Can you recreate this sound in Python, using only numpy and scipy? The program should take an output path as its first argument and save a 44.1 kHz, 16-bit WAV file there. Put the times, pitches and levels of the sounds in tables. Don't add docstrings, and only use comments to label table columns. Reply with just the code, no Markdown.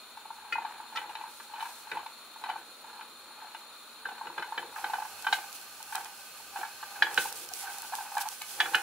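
import sys
import numpy as np
from scipy import signal
from scipy.fft import rfft, irfft, next_fast_len
from scipy.io import wavfile
from scipy.ndimage import map_coordinates

SR = 44100
rng = np.random.default_rng(int(sys.argv[2]) if len(sys.argv) > 2 else 0)


def gain_from_db(level_db):
    decades = np.asarray(level_db, float) / 20
    return 10 ** decades


def waveform_to_disk(signal):
    frames = np.transpose(np.atleast_2d(signal))
    scaled = np.clip(frames, -1, 1) * 32767
    samples = np.round(scaled).astype(np.int16)
    wavfile.write(sys.argv[1], SR, samples)


N = 388962
MOVE_S = 4.758
IS_FAR = np.arange(N) < MOVE_S * SR
TOP_HZ = 15745


def unit(x):
    return x / np.sqrt(np.mean(x ** 2) + 1e-20)


def along(points, hz):
    f, v = np.transpose(points)
    return np.interp(np.log(hz + 1), np.log(f + 1), v)


def wobble(rate):
    steps = np.arange(0, N + 64, 64)
    knots = rng.standard_normal(int(N * rate / SR) + 4)
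    return np.interp(np.arange(N), steps, map_coordinates(knots, [steps * rate / SR]))


def filtered(x, response):
    m = next_fast_len(N + SR // 2)
    spectrum = rfft(x, m) * response(np.fft.rfftfreq(m, 1 / SR))
    return irfft(spectrum, m)[..., :N]


def grains(rate, tail_db):
    size = gain_from_db(tail_db * np.minimum(rng.exponential(size=(2, N)), 3))
    happens = rng.random((2, N)) < rate / SR
    return unit(rng.standard_normal((2, N)) * size * happens)


def resonances(modes):
    def response(f):
        total = 0
        for k, (c, w, db) in enumerate(modes):
            total = total + (-1) ** k * gain_from_db(db) * 1j * f * w / (c * c - f * f + 1j * f * w)
        return total
    return response


# pitch_hz, likeness (1 = identical)
LEFT_RIGHT_LIKENESS = [(60, .9995), (200, .985), (400, .94), (800, .93), (1400, .86), (2800, .45),
                       (5000, .1), (15000, .02)]


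def half_angle(hz):
    return np.arccos(np.clip(along(LEFT_RIGHT_LIKENESS, hz), -1, 1)) / 2


def spread(pair, gain):
    def mid_side(hz):
        angle = half_angle(hz)
        return gain(hz) * [np.cos(angle), np.sin(angle)]
    mid, side = filtered(pair, mid_side)
    return unit(np.array([mid + side, mid - side]))


def add(out, s, modes, rise_s, scatter_db, detune, blur, pan_db=0):
    hz, db, t60 = np.transpose(modes)[:, :, None]
    t = np.arange(0, min(t60.max(), .1), 1 / SR)
    chance = rng.standard_normal((3, len(modes), 1))
    walk = np.cumsum(rng.standard_normal((len(modes), len(t) // 16 + 1)), axis=1)
    drift = blur * np.repeat(walk, 16, axis=1)[:, :len(t)]
    skew = np.sign(chance[1]) * half_angle(hz)
    fade = gain_from_db(db + scatter_db * chance[0] - 60 * t / np.clip(t60, .008, .15))
    fade *= (1 - np.exp(-t / rise_s)) ** 2
    turns = 2 * np.pi * hz * (1 + detune * chance[2]) * t + drift
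    for side, ear in zip((1, -1), out):
        ring = fade * np.sin(turns + side * skew)
        ear[round(s * SR):][:len(t)] += gain_from_db(side * pan_db / 2) * ring.sum(0)


# pitch_hz, level_db
MOTOR_HUM = [(43.1, -91), (80.7, -92.5), (231.5, -78)]


def hum():
    t = np.arange(N) / SR
    total = 0
    for hz, db in MOTOR_HUM:
        level = gain_from_db(db + 3.5 + 1.1 * wobble(2.94))
        total = total + level * np.sin(2 * np.pi * hz * t + 1.4 * wobble(2.2))
    return total


# pitch_hz, time_to_fade_60_db_s
ROOM_FADE = [(300, 0.13), (2000, 0.29), (10000, 0.035)]


def kitchen(x):
    hz, t, z = signal.stft(rng.standard_normal((2, SR // 2)), SR, nperseg=256)
    fading = z * gain_from_db(-60 * t / along(ROOM_FADE, hz)[:, None])
    tail = signal.istft(fading, SR, nperseg=256)[1]
    delayed = np.pad(x.mean(0), (200, 0))[None]
    wet = signal.fftconvolve(delayed, tail / np.linalg.norm(tail[0]), axes=1)[:, :N]
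    return spread(wet, np.ones_like) * np.std(wet)


# pitch_hz, level_db (per Hz)
HISS_FAR = [(18, -54), (30, -31.5), (130, -22.5), (225, -7.5), (641, -4), (1230, 1), (1870, -8.5),
            (4220, -4.5), (5060, -17), (8770, -18), (9490, -18.5), (15600, -18.5)]
HISS_NEAR = [(18, -53), (30, -28.5), (675, -8), (770, -5.5), (1050, -8.5), (1560, -5.5), (1970, -14),
             (2560, -6.5), (3160, -9), (4330, -9), (15600, -15.5)]
# pitch_hz, width_hz, level_db (over the hiss)
BURNER_PEAKS_FAR = [(82.5, 24, 9.5), (1400, 230, -2.5), (2467, 91, 6), (3630, 25, 13), (3880, 81, 4),
                    (4192, 77, 14), (4356, 45, 13), (7030, 260, 13.5), (9650, 78, 22.5), (11190, 150, 14.5),
                    (13620, 160, 9)]
BURNER_PEAKS_NEAR = [(87, 5, 10), (1210, 77, 4.5), (1523, 40, 7.5), (2552, 32, 7.5), (4265, 67, 11),
                     (7140, 76, 4.5), (10200, 1200, -11), (11220, 150, 9), (11500, 80, -3)]


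def gas_jet(spectrum, peaks):
    def gain(hz):
        humps = 1 + sum(gain_from_db(db) / (1 + (2 * (hz - c) / w) ** 2) for c, w, db in peaks)
        return gain_from_db(along(spectrum, np.minimum(hz, TOP_HZ - 500))) * humps
    return spread(rng.standard_normal((2, N)), gain)


def burner():
    far = gain_from_db(-50.5 + 0.56 * wobble(2.6)) * gas_jet(HISS_FAR, BURNER_PEAKS_FAR)
    near = gain_from_db(-47.5 + 0.96 * wobble(2.83)) * gas_jet(HISS_NEAR, BURNER_PEAKS_NEAR)
    return np.where(IS_FAR, far, near)


def swells(rows, rise):
    s, hold, db, fade = np.transpose(rows)[:, :, None]
    t = np.arange(0, N + 44, 44) / SR
    before, after = (s - t) / rise, t - s - hold
    away = np.maximum(np.maximum(before, after), 0) / np.maximum(fade, .02)
    return np.interp(np.arange(N) / SR, t, gain_from_db(db - 20 * away).sum(0))


# full_level_s, hold_s, level_db, time_to_fade_20_db_s
ROLLING_STROKES = [(.27, 0.24, -61, 1.2), (.6, 0.11, -48, 0.52), (.98, 0.3, -50, 0.09),
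                   (1.61, 0, -43, 0.26), (1.91, 0.093, -44.5, 0.1), (2.47, 0.037, -43, 0.14),
                   (2.85, 0.19, -52, 0.06), (3.43, 0, -50.5, 0.56), (4.07, 0.53, -50, 0.2),
                   (4.78, 0.19, -46, 0.23), (5.3, 0, -50.5, .5), (5.97, 0, -45.5, 0.32),
                   (6.57, 0.076, -44.5, 0.11), (7.05, 0.13, -44.5, 0.44), (7.64, 0.096, -45.5, 0.14),
                   (7.93, 0.23, -50, 0.02), (8.185, 0.084, -42, 0.07), (8.61, 0.27, -43.5, 0.24)]
# full_level_s, hold_s, level_db, time_to_fade_20_db_s
SKIN_SLIDES = [(.96, 0.03, -59, 0.05), (1.34, 0.00092, -56.5, 0.18), (1.69, 0.0064, -51.5, 0.23),
               (4.8, 0.25, -60.5, 1), (5.34, 0.023, -48, 0.07), (5.55, 0.015, -50.5, 0.02),
               (5.94, 0.0027, -52, 0.3), (6.26, 0, -56, 0), (6.59, 0.012, -50.5, 0.12),
               (7.21, 0.0023, -37, 0.15), (7.35, 0.092, -50.5, 0.08), (7.56, 0.063, -44, 0.1),
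               (7.72, 0.28, -53, 0.2), (8.21, 0.01, -36.5, 0.02), (8.36, 0.5, -48.5, 0.85)]
# peak_s, level_db, time_to_fade_20_db_s
PAN_PUSHES = [(.53, -58, 0.38), (.968, -60, 0.74), (1.926, -46.5, 0.12), (2.471, -62, 1.7),
              (4.064, -55.5, 0.17), (4.264, -53, 0.24), (4.39, -54.5, .15), (4.582, -47.5, 0.15),
              (4.84, -55, 0.25), (5.29, -56.5, 0.33), (5.964, -58.5, 0.2), (6.591, -52, 0.05),
              (7.03, -53.5, 0.86), (7.182, -43, 0.09), (8.612, -52, 0.9), (8.751, -39, 0)]
# pitch_hz, width_hz, level_db
LOADED_PAN = [(807, 30.8, 7), (936, 70, -2), (1056, 84, -6.5), (1250, 340, -9.5), (1508, 100, -2.5),
              (1625, 178, -9), (2500, 660, -15.5), (3640, 280, -39)]
# pitch_hz, width_hz, level_db
PAN_ON_STAND = [(145, 103, -13), (230, 140, -9), (352.8, 19.3, 3.5), (410, 65, -3), (501, 106, 0.5)]
# pitch_hz, level_db (per Hz)
FIZZ_COLOUR = [(800, -29), (2500, -2), (5000, 0), (8800, 1), (10600, 2.5), (12500, -1.5), (16500, -6.5)]


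def stirring():
    rolling = grains(rate=1600, tail_db=1.4)
    fuller_pan = np.multiply(LOADED_PAN, [1.05, 1, 1])
    roll_far = spread(rolling, resonances(fuller_pan))
    roll_near = spread(rolling, resonances(LOADED_PAN))
    roll = swells(ROLLING_STROKES, rise=0.6) * np.where(IS_FAR, roll_far, roll_near)

    shake = spread(grains(rate=1200, tail_db=1.0), resonances(PAN_ON_STAND))
    pushes = [(s, 0, db, fade) for s, db, fade in PAN_PUSHES]
    shake *= gain_from_db(1.0) * swells(pushes, rise=0.1)

    bubbles = grains(rate=1600, tail_db=0.0) + 1.4 * rng.standard_normal((2, N))
    fizz = spread(bubbles, lambda hz: gain_from_db(along(FIZZ_COLOUR, hz)))
    fizz *= gain_from_db([[-1], [1]] + 1.6 * wobble(30))
    resting = gain_from_db(np.where(IS_FAR, -62.5, -57.5))
    fizz *= gain_from_db(0.94) * (swells(SKIN_SLIDES, rise=0.64) + resting)
    return roll + shake + fizz


# start_s, level_db (peak)
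SKIN_CRACKS = [(5.224, -29), (5.5277, -29), (5.614, -33.5), (5.828, -26), (5.955, -18), (6.0464, -28.5),
               (7.144, -22), (7.326, -23.5), (7.404, -40.5), (7.4893, -28), (7.537, -21.5), (7.7845, -26),
               (7.8203, -24), (7.953, -21), (8.152, -30), (8.181, -21.5), (8.2134, -27), (8.2877, -21),
               (8.4195, -23), (8.6025, -27), (8.754, -21)]


def ticks():
    out, t = np.zeros((2, N + SR)), np.arange(SR // 100) / SR
    for s, db in SKIN_CRACKS:
        crack = rng.standard_normal((2, len(t))) * gain_from_db(db - 1.5 - 60 * t / 0.0098)
        out[:, round(s * SR):][:, :len(t)] += crack
    bright = signal.butter(2, [3500, 12500], "bandpass", fs=SR, output="sos")
    return signal.sosfilt(bright, out[:, :N]) * gain_from_db([[-1.5], [1.5]])


# start_s, level_db (peak), left_minus_right_db
SPATULA_KNOCKS = [
    (0.525, -21, 1.5),
    (0.956, -17, -4),
    (5.327, -10, 2),
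    (7.0233, -15.5, 1.5),
    (7.177, -11.5, -2),
    (8.603, -11.5, -0.5),
    (8.747, -12, -2),
]
# pitch_hz, level_db, time_to_fade_60_db_s (0.15 at most)
KNOCK_RINGS = [
    [(1410, -7.5, 5.0), (1860, -7.5, 0.1), (2047, -5.5, 0.1), (2500, -3.5, 0.17), (2930, -9.5, 0.11),
     (4570, -18, 0.072)],
    [(1337, -6.5, 0.11), (1865, -13, 0.11), (2610, -5, 0.026), (3300, -17.5, 0.14), (3600, -16, 0.095)],
    [(1563, -6.5, 0.061), (2140, -16, 0.055), (3000, -9, 0.036), (3870, -10, 0.061), (4090, -13, 0.05)],
    [(1675, 10.5, 0.021), (3060, -17, 0.095), (3320, -3.5, 0.067), (3960, -9, 0.041), (4790, -16, 0.092)],
    [(1520, 2.5, 0.038), (2570, -8, 0.039), (2890, -2.5, 0.023), (3870, -13, 0.065)],
    [(1720, 4, 0.033), (2450, -13, 0.032), (3370, -3.5, 0.068), (3760, -27, 0.06), (4620, -14, 0.032)],
    [(1513, 5, 0.023), (1670, -3.5, 0.036), (2500, -12, 0.1), (2920, 1, 0.021), (3350, -13, 0.031),
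     (4070, -14.5, 0.056)],
]
KNOCK_CONTACTS = [0.00033, 0.005, 0.00044, 0.00051, 0.00034, 0.00023, 0.00035]


def spatula():
    out, t = np.zeros((2, N + SR)), np.arange(SR // 10) / SR
    rattle = signal.butter(2, [1000, 4500], "bandpass", fs=SR, output="sos")
    for (s, db, pan_db), ring, contact_s in zip(SPATULA_KNOCKS, KNOCK_RINGS, KNOCK_CONTACTS):
        add(out, s - .0011, np.add(ring, [0, db - 2.5, 0]), rise_s=contact_s,
            scatter_db=1.5, detune=0.0013, blur=0.056, pan_db=pan_db)
        add(out, s - .009, np.add(ring[:2], [0, db - 15, 0]), rise_s=0.0056,
            scatter_db=4.5, detune=0.021, blur=0.23)
        shape = gain_from_db(-60 * t / 0.058) * (1 - np.exp(-t / (0.0017 + contact_s)))
        burst = signal.sosfilt(rattle, rng.standard_normal((2, len(t))) * shape)
        out[:, round(s * SR):][:, :len(t)] += gain_from_db(db - 7.0) * (burst + .5 * burst[::-1])
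    return out[:, :N]


# start_s, level_db (peak), middle_db, upper_db
LANDINGS = [(.173, -30, -17, -19), (.256, -31, -14, -21), (.306, -26, -14, -28),
            (.557, -21.5, -11, -30), (.584, -18, -27, -28), (0.65, -19.5, -17, -22),
            (.802, -28.5, -9, -40), (.972, -28, -2, 2), (1.094, -33.5, -18.5, -9),
            (1.153, -33, -3, -2.5), (1.213, -27.5, -31, -15), (1.4, -30.5, -3, -14.5),
            (1.538, -27, -17, -18), (1.627, -20, -27, -19), (1.916, -28, 2, -4.5),
            (1.972, -19.5, -16, -21), (1.996, -25.5, -22, -29), (2.063, -25.5, -19, -15),
            (2.439, -28, -3, -7.5), (2.499, -19, -12, -15), (2.56, -22.5, -12, -28),
            (3.01, -31, -4.5, -11.5), (3.548, -31.5, -3, -6.5), (4.055, -25.5, 0.5, -14),
            (4.213, -21.5, -16, -36), (4.27, -26.5, -4, -14), (4.38, -18.5, -1.5, -14.5),
            (4.425, -21, 0, -12), (4.524, -21, -14, -33), (4.578, -22.5, -0.5, -6),
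            (4.761, -24.5, -1, -21), (4.843, -19, -3, -14.5), (4.899, -24.5, -27, -17),
                 (4.936, -17, -5, -16.5), (4.986, -25, -29, -27), (5.022, -24.5, -7.5, -22),
                 (5.052, -25, -8, -24), (5.246, -29.5, -2, -10), (5.268, -14, -2, -16),
                 (5.328, -17, -6.5, -9.5), (5.385, -28.5, -19, -12), (5.925, -23.5, -5, -16),
                 (5.951, -22, -4.5, -11.5), (5.98, -23.5, -5, -30), (6.56, -24.5, -5.5, -15.5),
                 (6.632, -21, -4, -21), (6.829, -23.5, -1.5, -19), (7.024, -16, -0.5, -5),
                 (7.069, -22, -1, -14.5), (7.179, -22.5, -2.5, -3.5), (7.257, -23, -17, -18.5),
                 (7.672, -30.5, 0.5, -21), (7.936, -19, -8.5, -36), (7.987, -25, -8, -32),
                 (8.17, -16, -6, -25), (8.257, -23.5, -22, -38), (8.416, -33.5, -1.5, -1),
                 (8.6055, -16, -0.5, -3.5), (8.657, -20.5, 0.5, -15), (8.748, -18, -1, -10.5)]
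# start_s, level_db (peak), floor_pitch_hz, middle_db
LIGHT_TUMBLES = [(0.387, -42, 880, -12), (0.449, -36.5, 907, -14), (0.596, -35, 905, -10),
                 (0.621, -28, 815, -14), (0.711, -34.5, 851, -13), (0.926, -33, 894, -9.5),
                 (1.016, -33, 893, -4.5), (1.058, -39, 880, -9), (1.109, -36, 821, -7.5),
                 (1.24, -28, 900, -17), (1.262, -39, 797, -14), (1.5, -42, 910, -7),
                 (1.559, -32, 950, -8), (1.581, -35, 840, -10), (1.606, -28.5, 850, -3),
                 (1.654, -34, 990, -5.5), (1.667, -36, 920, -12), (1.69, -41.5, 786, -4.5),
                 (1.872, -34.5, 885, -11.5), (1.901, -40, 900, -15), (1.953, -31, 850, -8.5),
                 (2.031, -34, 824, -11), (2.362, -35.5, 894, -15), (2.416, -39, 845, -10),
                 (2.46, -30, 802, -7.5), (2.54, -34, 918, -12), (2.845, -38, 900, -15),
                 (2.877, -45, 818, -14), (2.947, -38.5, 950, -12), (2.96, -36, 900, -17),
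                 (2.993, -34, 930, -11), (3.422, -33.5, 870, -18), (3.446, -34, 805, -29),
                 (4.063, -37, 870, -12), (4.089, -27.5, 840, -9.5), (4.119, -31, 840, -11),
                 (4.181, -37, 964, -6.5), (4.257, -33.5, 872, -6.5), (4.302, -32, 945, -15),
                 (4.396, -28.5, 920, -4), (4.444, -34, 980, -10), (4.48, -35, 842, -12),
                 (4.544, -34, 915, -12), (4.594, -31, 783, -6), (4.629, -31, 910, -5),
                 (4.783, -31, 910, -7.5), (5.001, -31, 851, -10), (5.232, -41, 840, -7),
                      (5.373, -36, 844, -5.5), (5.419, -37, 810, -6), (5.443, -36, 850, -8),
                      (6.006, -33.5, 894, -6), (6.055, -33, 855, -1.5), (6.592, -32, 810, -6.5),
                      (6.613, -29, 789, -7.5), (6.814, -45, 850, -8), (6.923, -40.5, 824, -5),
                      (6.959, -35, 837, -6), (7.112, -31, 850, -6.5), (7.134, -48, 790, -12),
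                      (7.321, -41, 850, -4.5), (7.516, -37.5, 770, -12), (7.639, -38, 818, -4),
                      (7.695, -31, 827, -7), (7.724, -45, 865, -5.5), (7.783, -39, 820, -8),
                      (7.83, -38, 907, -3), (7.846, -35.5, 860, -6), (7.895, -42, 861, -11),
                      (7.924, -28, 786, -8), (8.007, -31, 840, -8), (8.025, -35, 827, -12),
                      (8.059, -35.5, 851, -7), (8.101, -39.5, 845, -8), (8.12, -32, 848, -19),
                      (8.14, -35, 851, -11), (8.154, -31.5, 830, -14), (8.182, -21, 840, -8.5),
                      (8.209, -32, 850, -7), (8.235, -32.5, 806, -6.5), (8.271, -28.5, 857, -14),
                      (8.324, -39, 840, -10), (8.514, -47.5, 810, -9), (8.629, -30, 775, -8),
                      (8.678, -35.5, 810, -8), (8.736, -26, 870, -2.5), (8.782, -28.5, 829, -6.5),
                 (0.759, -43, 832, -9), (0.952, -33, 880, -10), (0.984, -28, 894, -7),
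                  (1.184, -38, 934, -10), (1.596, -33, 912, -3), (2.004, -35, 930, -6.5),
                  (2.446, -31, 860, -9), (2.491, -23, 818, -9), (2.513, -29, 796, -9),
                  (2.581, -37, 791, -6), (2.614, -42.5, 816, -6), (4.864, -33, 840, -6),
                  (4.954, -26, 845, -8), (5.284, -26, 907, -7.5), (5.804, -38.5, 870, -7),
                  (5.963, -27, 834, -7), (6.4, -43.5, 880, -9), (6.57, -27, 810, -9), (6.651, -33, 856, -6),
                  (7.039, -31, 891, -7.5), (7.084, -37, 861, -7.5), (7.199, -34, 807, -14),
                  (7.274, -37, 830, -8), (8.759, -30, 760, -6)]
FLOOR_PITCH = (896, 851)
FLOOR_FADE = (0.02, 0.025)
# pitch_hz, level_db, time_to_fade_60_db_s
FLOOR_RINGS = [(1174, -9.5, 0.056), (1410, -1.5, 0.029), (1548, -0.5, 0.044), (1658, -2.5, 0.038)]
# pitch_hz, level_db, time_to_fade_60_db_s
WALL_RINGS = [(1988, -1, 0.045), (2348, 1, 0.06), (2530, 4, 0.034), (3006, 1.5, 0.056), (3546, -3.5, 0.058),
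              (4008, 5.5, 0.031)]


def nuts():
    out = np.zeros((2, N + SR))
    hits = []
    for s, db, middle_db, upper_db in LANDINGS:
        hits.append((s, db, FLOOR_PITCH[s > MOVE_S], middle_db, upper_db))
    for s, db, hz, middle_db in LIGHT_TUMBLES:
        hits.append((s, db + 2, hz, middle_db, middle_db - 9))
    for s, db, hz, middle_db, upper_db in hits:
        t60 = FLOOR_FADE[s > MOVE_S]
        contact_s = 0.002652 * np.clip(-upper_db / 16, .4, 1)
        low_db = db + 10 * np.log10(np.clip(1 - gain_from_db(2 * middle_db), .08, 1))
        floor = [(hz, low_db + 10, t60), (hz * 1.144, low_db + 1.3, t60)]
        middle = np.add(FLOOR_RINGS, [0, db + middle_db - 1, 0])
        upper = np.add(WALL_RINGS, [0, db + upper_db - 4.5, 0])
        click = [(5000, db + upper_db - 11, .02), (6000, db + upper_db - 18, .015)]
        add(out, s - contact_s, floor, rise_s=contact_s, scatter_db=1.4, detune=0.018, blur=0.015)
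        add(out, s - .002, middle, rise_s=.0022, scatter_db=3, detune=.025, blur=.16)
        add(out, s - .0016, upper, rise_s=.0018, scatter_db=3, detune=.025, blur=.24)
        add(out, s - .0008, click, rise_s=.0006, scatter_db=2, detune=.05, blur=.45)
    return out[:, :N]


def scene():
    no_bass = signal.butter(6, 660, "highpass", fs=SR, output="sos")
    hits = signal.sosfilt(no_bass, nuts() + spatula()) + ticks()
    lean_db = np.where(IS_FAR, .4, -.35)
    pan = hits + gain_from_db(-11.5) * kitchen(hits) + stirring() + burner()
    return pan * gain_from_db([lean_db, -lean_db]) + hum()


def low_pass(x):
    return signal.sosfilt(signal.butter(12, 16670, fs=SR, output="sos"), x)


def record(dry):
    def response(hz):
        lift = gain_from_db(np.clip((hz - 13500) / 500, 0, 4))
        bass_cut = 1 + (34 / (hz + 1)) ** 8
        return lift * (hz < TOP_HZ) / bass_cut
    return low_pass(filtered(dry, response))


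dry = scene()
out = record(dry)
waveform_to_disk(out)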